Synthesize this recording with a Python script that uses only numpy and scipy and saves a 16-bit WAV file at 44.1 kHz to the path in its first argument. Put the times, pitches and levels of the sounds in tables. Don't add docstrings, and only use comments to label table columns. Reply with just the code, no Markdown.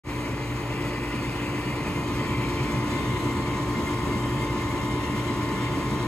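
import sys
import numpy as np
from scipy import signal
from scipy.fft import rfft, irfft, next_fast_len
from scipy.io import wavfile
from scipy.ndimage import uniform_filter1d, map_coordinates

SR = 44100
rng = np.random.default_rng(int(sys.argv[2]) if len(sys.argv) > 2 else 0)


def to_wav(s):
    ch = np.atleast_2d(s).T
    pcm = np.round(np.clip(ch, -1, 1) * 32767)
    wavfile.write(sys.argv[1], SR, pcm.astype(np.int16))


N = 267775
TIME = np.arange(N) / SR
SHAFT_HZ = 55.275
PULL_HZ = 119.95
EDGE_HZ = 15750
START_CLOSENESS = -0.23


def gain_of(db):
    return 10 ** (np.asarray(db) / 20)


def evened(x):
    return x / np.sqrt(np.mean(abs(x) ** 2) + 1e-20)


def read(table, hz):
    f, *columns = np.transpose(table)
    return [np.interp(np.log(hz + 1), np.log(f), column) for column in columns]


def wander(rate_hz, size=8192):
    hz = np.fft.rfftfreq(size, TIME[-1] / size)
    low_pass = np.exp(-(hz / rate_hz) ** 2) * (hz > 0)
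    slow = irfft(rfft(rng.standard_normal(size)) * low_pass)
    return np.interp(TIME, np.linspace(0, TIME[-1], size), evened(slow))


def fuzzy_swing(width_hz):
    return evened(wander(width_hz) + 1j * wander(width_hz))


def eased(t, start_s, length_s):
    return .5 - .5 * np.cos(np.pi * np.clip((t - start_s) / length_s, 0, 1))


MICROPHONE_MOVES = [(.45, 0.54, 0.49, 0), (1.64, 0.7, 0.81, 0.13), (2.45, 0.73, 0.035, 0.73)]


def closeness(t):
    gained = sum(nearer * eased(t, start_s, length_s) for start_s, length_s, nearer, _ in MICROPHONE_MOVES)
    return START_CLOSENESS + gained


def lowered(t):
    return sum(lower * eased(t, start_s, length_s) for start_s, length_s, _, lower in MICROPHONE_MOVES)


def travelled(t):
    return closeness(t) + lowered(t)


def panned(balance_db):
    gains = gain_of(np.array([balance_db, -balance_db]) / 2)
    return gains / np.sqrt(np.mean(gains ** 2, axis=0))


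def at_ports(swing, hz, lead):
    ring = np.sqrt(2) * swing * np.exp(2j * np.pi * hz * TIME)
    return np.array([ring, ring * np.exp(-1j * lead)]).real


def swelled(swing, swells, swell_s):
    for centre_s, db in swells:
        bell = np.exp(-((TIME - centre_s) / swell_s) ** 2)
        steady = gain_of(db) * np.exp(2j * np.pi * rng.random())
        swing = swing * (1 - bell) + bell * steady
    return swing


# (shaft multiple [1], pull multiple [1], level standing back [dB], level close [dB], left-right [dB])
MOTOR_TONES = [(1, 0, -43, -42.8, 0), (3, 0, -60, -52, 0), (8, 0, -48.7, -48.7, 1), (10, 0, -52, -52, -12),
               (11, 0, -68, -60, 0), (15, 0, -60, -62, 3), (16, 0, -49.5, -43.7, 0), (17, 0, -62, -55, 1),
               (18, 0, -47.6, -42.2, 2), (19, 0, -61, -50.5, 9), (20, 0, -65, -60, 1),
               (34, 0, -60, -59.5, -1), (40, 0, -73, -65, 1), (16, -1, -62, -64, -1), (17, -1, -61, -65, 0),
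               (18, -1, -62, -56, -2), (0, 1, -38, -35.9, 1), (2, 1, -56, -47.5, 0), (14, 1, -59, -55, 0),
               (15, 1, -63, -59, 3), (16, 1, -54, -49, -1), (17, 1, -50.5, -40.2, 4), (18, 1, -58, -61, 12),
               (19, 1, -62, -58, 3), (36, 1, -59, -53, 0), (1, 2, -37.6, -36, 1), (2, 2, -42.5, -38.3, 2),
               (3, 2, -67, -57, 1), (14, 2, -75, -62, 0), (15, 2, -66, -61, 0), (17, 2, -55, -51, 6),
               (18, 2, -59, -52.5, 2), (19, 2, -65, -59, 12), (22, 2, -68, -64, 0), (35, 2, -73, -63, 12),
               (36, 2, -70, -65, 1), (-1, 3, -52, -47, 1), (0, 3, -48, -45, 2), (1, 3, -54, -55, 0),
               (16, 3, -65, -56, 3), (-1, 4, -56, -55, 0), (1, 4, -56, -57.5, -2), (0, 5, -62, -59, 0),
               (2, 6, -62, -62, 0)]


def motor(turns, trim_db=-0.23, waver_db=0.5, waver_hz=3, port_lag_s=.00004, descent_share=0.21):
    near = (1 - descent_share) * closeness(TIME) + descent_share * lowered(TIME)
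    out = np.zeros((2, N))
    for order, pull, back_db, close_db, balance_db in MOTOR_TONES:
        order, pull = round(order), round(pull)
        cycles = order * turns + pull * PULL_HZ * TIME + rng.random()
        lag = (order * SHAFT_HZ + pull * PULL_HZ) * port_lag_s
        level_db = trim_db + back_db + near * (close_db - back_db)
        size = gain_of(level_db + waver_db * wander(waver_hz))
        tone = np.sin(2 * np.pi * np.array([cycles, cycles - lag]))
        out += np.sqrt(2) * size * panned(balance_db)[:, None] * tone
    return out


# (time [s], level [dB])
BEARING_SWELLS = [(1.725, -41), (2.352, -42), (3.127, -39.5), (3.312, -39), (3.70, -42), (3.761, -36.5),
                  (3.88, -36), (4.142, -37), (4.25, -40), (4.432, -37.5), (4.501, -38), (4.66, -46),
                  (4.811, -39), (4.919, -39), (5.493, -45), (5.572, -40.5), (5.68, -44), (5.752, -38)]


def bearing(turns, ring_hz=2106, width_hz=38, above_db=-58, low_db=-52.5, throb=0.49, rub_turn=0.51,
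            slip_throb=0.66, slip_turn=0.33, swell_s=0.016, lead=0.86):
    rub = 1 + throb * np.cos(2 * np.pi * (turns - rub_turn))
    slip = 1 + slip_throb * np.cos(2 * np.pi * (PULL_HZ * TIME - 2 * turns - slip_turn))
    ring = evened(rub * slip * fuzzy_swing(width_hz))
    ring *= gain_of(above_db + lowered(TIME) * (low_db - above_db))
    return at_ports(swelled(ring, BEARING_SWELLS, swell_s), ring_hz, lead)


def standing_waves(t, hz, spacing_hz=36, widening_hz=6000, steps_per_approach=2.41, sway_per_s=0.81, size=64):
    pattern = rng.standard_normal((1024, size))
    ripples = np.log1p(hz / widening_hz) * widening_hz / spacing_hz
    travel = steps_per_approach * travelled(t) + sway_per_s * t + 2
    places = np.broadcast_arrays(ripples, travel)
    return evened(map_coordinates(pattern, places, order=2, mode="mirror"))


def patches(shape, size=16, order=2):
    across_hz = uniform_filter1d(rng.standard_normal(shape), size, axis=0)
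    return evened(uniform_filter1d(across_hz, order, axis=1))


# (frequency [Hz], density [dB per Hz])
AIR_RUSH = [(22, -96), (45, -71), (62, -55), (130, -55.5), (330, -59), (480, -66), (750, -72), (1550, -79),
            (2700, -74), (3700, -79), (5400, -86), (6600, -84.5), (8000, -89), (11500, -91),
            (15500, -100.5)]
# (frequency [Hz], change [dB])
STANDING_BACK_CHANGE = [(30, -3), (100, -2.5), (250, -4), (700, -1.5), (1250, -0.5), (2200, -2),
                        (2800, -1.5), (3300, -4), (4200, -3), (15500, -0.5)]
# (centre [Hz], width [Hz], boost from above [dB], boost level with the tubes [dB])
CABINET_RESONANCES = [(126, 13, 4, 0), (172, 14, 0.5, -10), (209, 61, 0.9, 3), (274, 18.6, 5.5, 7),
                      (325, 24, 1, 1), (398, 28, -3.5, -1), (421, 34, 4.5, 3), (476, 14, 5, 1.5),
                      (597, 55, 5.5, 4.5), (1122, 420, 8, 7), (1438, 127, 4.5, 7.5), (1797, 273, 7.5, 6),
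                      (2088, 150, 7.5, 10), (2290, 110, 6, 2), (2460, 110, 4, -1), (2730, 480, 2, -1),
                      (3160, 170, 0, 2.5), (3380, 100, -0.5, -3), (3630, 120, -0.5, 2), (4100, 140, 0, 0),
                      (4470, 680, 3, 0), (7980, 340, 6, 7)]
# (frequency [Hz], likeness from above [0-1],
# likeness level with the tubes [0-1], lead of the left [rad], left-right [dB])
MICROPHONE_PORTS = [(60, 1, 1, 0, 0), (326, 1, 0.99, 0.36, -0.1), (674, 0.92, 0.74, -0.6, 0.5),
                    (1100, 0.7, 1, -0.1, 2.5), (1600, 0.8, 0.49, 0.23, 0), (2000, 0.95, 0.72, 1.1, 2.5),
                    (2850, 0.7, 0.022, 1.4, 1.5), (4440, 0.02, 0, 2.5, 1.5), (5720, 0.9, 0.77, 2, 1),
                    (8700, 1, 1, -2.5, -1), (11470, 1, 1, -6.5, 0.5), (13800, 1, 1, -10, 0),
                    (16800, 1, 1, -12, 2)]
# (frequency [Hz], depth [dB])
HISS_PATCHES = [(400, .2), (1500, .9), (3200, 1.5), (5500, 1.6), (8000, .8)]


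def airflow(size=4096):
    white = rng.standard_normal((2, N)) * np.sqrt(SR / 2)
    hz, t, (shared, own) = signal.stft(white, SR, nperseg=size)
    hz = hz[:, None]
    low = lowered(t)
    colour_db = read(AIR_RUSH, hz)[0] + (1 - closeness(t)) * read(STANDING_BACK_CHANGE, hz)[0]
    for centre_hz, width_hz, above_db, low_db in CABINET_RESONANCES:
        bell = .5 ** ((2 * (hz - centre_hz) / width_hz) ** 2)
        colour_db = colour_db + bell * (above_db + low * (low_db - above_db))
    depth_db = np.interp(hz, [400, 2400, 4500, 8000], [.7, 2.1, 2.1, 1.3])
    ripple_db = depth_db * np.array([standing_waves(t, hz), standing_waves(t, hz)])
    patch_db = read(HISS_PATCHES, hz)[0] * patches(shared.shape)
    like_above, like_low, lead, balance_db = read(MICROPHONE_PORTS, hz)
    most_alike = np.interp(hz, [500, 6000], [1, .92])
    likeness = np.clip(like_above + low * (like_low - like_above), 0, most_alike)
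    right = (likeness * shared + np.sqrt(1 - likeness ** 2) * own) * np.exp(-1j * lead)
    gains = panned(balance_db) * gain_of(colour_db + ripple_db + patch_db)
    return signal.istft(np.array([shared, right]) * gains, SR, nperseg=size)[1][:, :N]


# (frequency [Hz], depth [dB], rate [changes per s])
AIR_EDDIES = [(75, 1, 7.2), (220, 1, 8.1), (603, 0.77, 12), (2000, .5, 18), (5000, 0.76, 31),
              (11000, 0.9, 28)]


def buffeted(air, turns, gust_db=0.43, gust_hz=14, wobble=.02, wobble_turn=0.44):
    size = next_fast_len(N)
    spectrum = rfft(air, size)
    hz = np.fft.rfftfreq(size, 1 / SR)
    out = np.zeros((2, N))
    shares = read(np.column_stack([np.array(AIR_EDDIES)[:, 0], np.eye(len(AIR_EDDIES))]), hz)
    for share, (_, depth_db, rate_hz) in zip(shares, AIR_EDDIES):
        band = irfft(spectrum * share, size)[:, :N]
        out += band * evened(gain_of(depth_db * wander(rate_hz)))
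    wheel_pulse = 1 + wobble * np.cos(2 * np.pi * (turns - wobble_turn))
    return out * gain_of(gust_db * wander(gust_hz)) * wheel_pulse


# (time [s], level [dB])
ROAR_SURGES = [(2.392, -27), (2.482, -31.5), (2.619, -25), (3.102, -28.5), (4.362, -26), (4.5, -29),
               (5.098, -29), (5.951, -29.5)]


def roar(ring_hz=129, width_hz=13, back_db=-43.0, close_db=-41.5, surge_s=0.023, lead=.05):
    level_db = back_db + closeness(TIME) * (close_db - back_db)
    swing = fuzzy_swing(width_hz) * gain_of(level_db)
    return at_ports(swelled(swing, ROAR_SURGES, surge_s), ring_hz, lead)


# (frequency [Hz], width [Hz], level elsewhere [dB], level added at the spot [dB], spot [path],
# reach around it [path], lead of the left [rad])
CAVITY_WHISTLES = [(1840, 54, -66, -56, 2, .6, 0.4), (2058, 36, -60.5, -49.7, .3, 1.6, 0.71),
                   (2170, 30, -60.5, -56, 1.3, .6, 1.4), (2352, 33, -58.5, -46, 1.33, .2, 1.6),
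                   (2336, 36, -61, -52.5, .25, .5, 1.6), (2462, 32, -67, -49.7, 0.73, 0.82, 1),
                   (2820, 55, -71, -56, 0.35, .25, 1.2), (3120, 60, -66, -54, 1.22, .45, 1.4)]


def whistles(drift=.008, drift_hz=1.3):
    place = travelled(TIME)
    out = np.zeros((2, N))
    for hz, width_hz, elsewhere_db, spot_db, spot, reach, lead in CAVITY_WHISTLES:
        drift_cycles = np.cumsum(hz * drift * wander(drift_hz)) / SR
        swing = fuzzy_swing(width_hz) * np.exp(2j * np.pi * drift_cycles)
        within = np.exp(-((place - spot) / reach) ** 2)
        out += at_ports(swing * (gain_of(elsewhere_db) + within * gain_of(spot_db)), hz, lead)
    return out


def scene(speed_drift_hz=0.0081):
    turns = np.cumsum(SHAFT_HZ + speed_drift_hz * wander(0.74)) / SR
    return motor(turns) + bearing(turns) + buffeted(airflow(), turns) + roar() + whistles()


def record(dry, start_s=0.035, fade_s=0.061, fade_curve=1.06):
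    opened = dry * np.clip((TIME - start_s) / fade_s, 0, 1) ** fade_curve
    closed = opened * np.minimum((TIME[-1] - TIME) / .002, 1)
    low_pass = signal.firwin(511, EDGE_HZ, window=("kaiser", 9), fs=SR)
    return signal.oaconvolve(closed, low_pass[None], "same")


dry = scene()
out = record(dry)
to_wav(out)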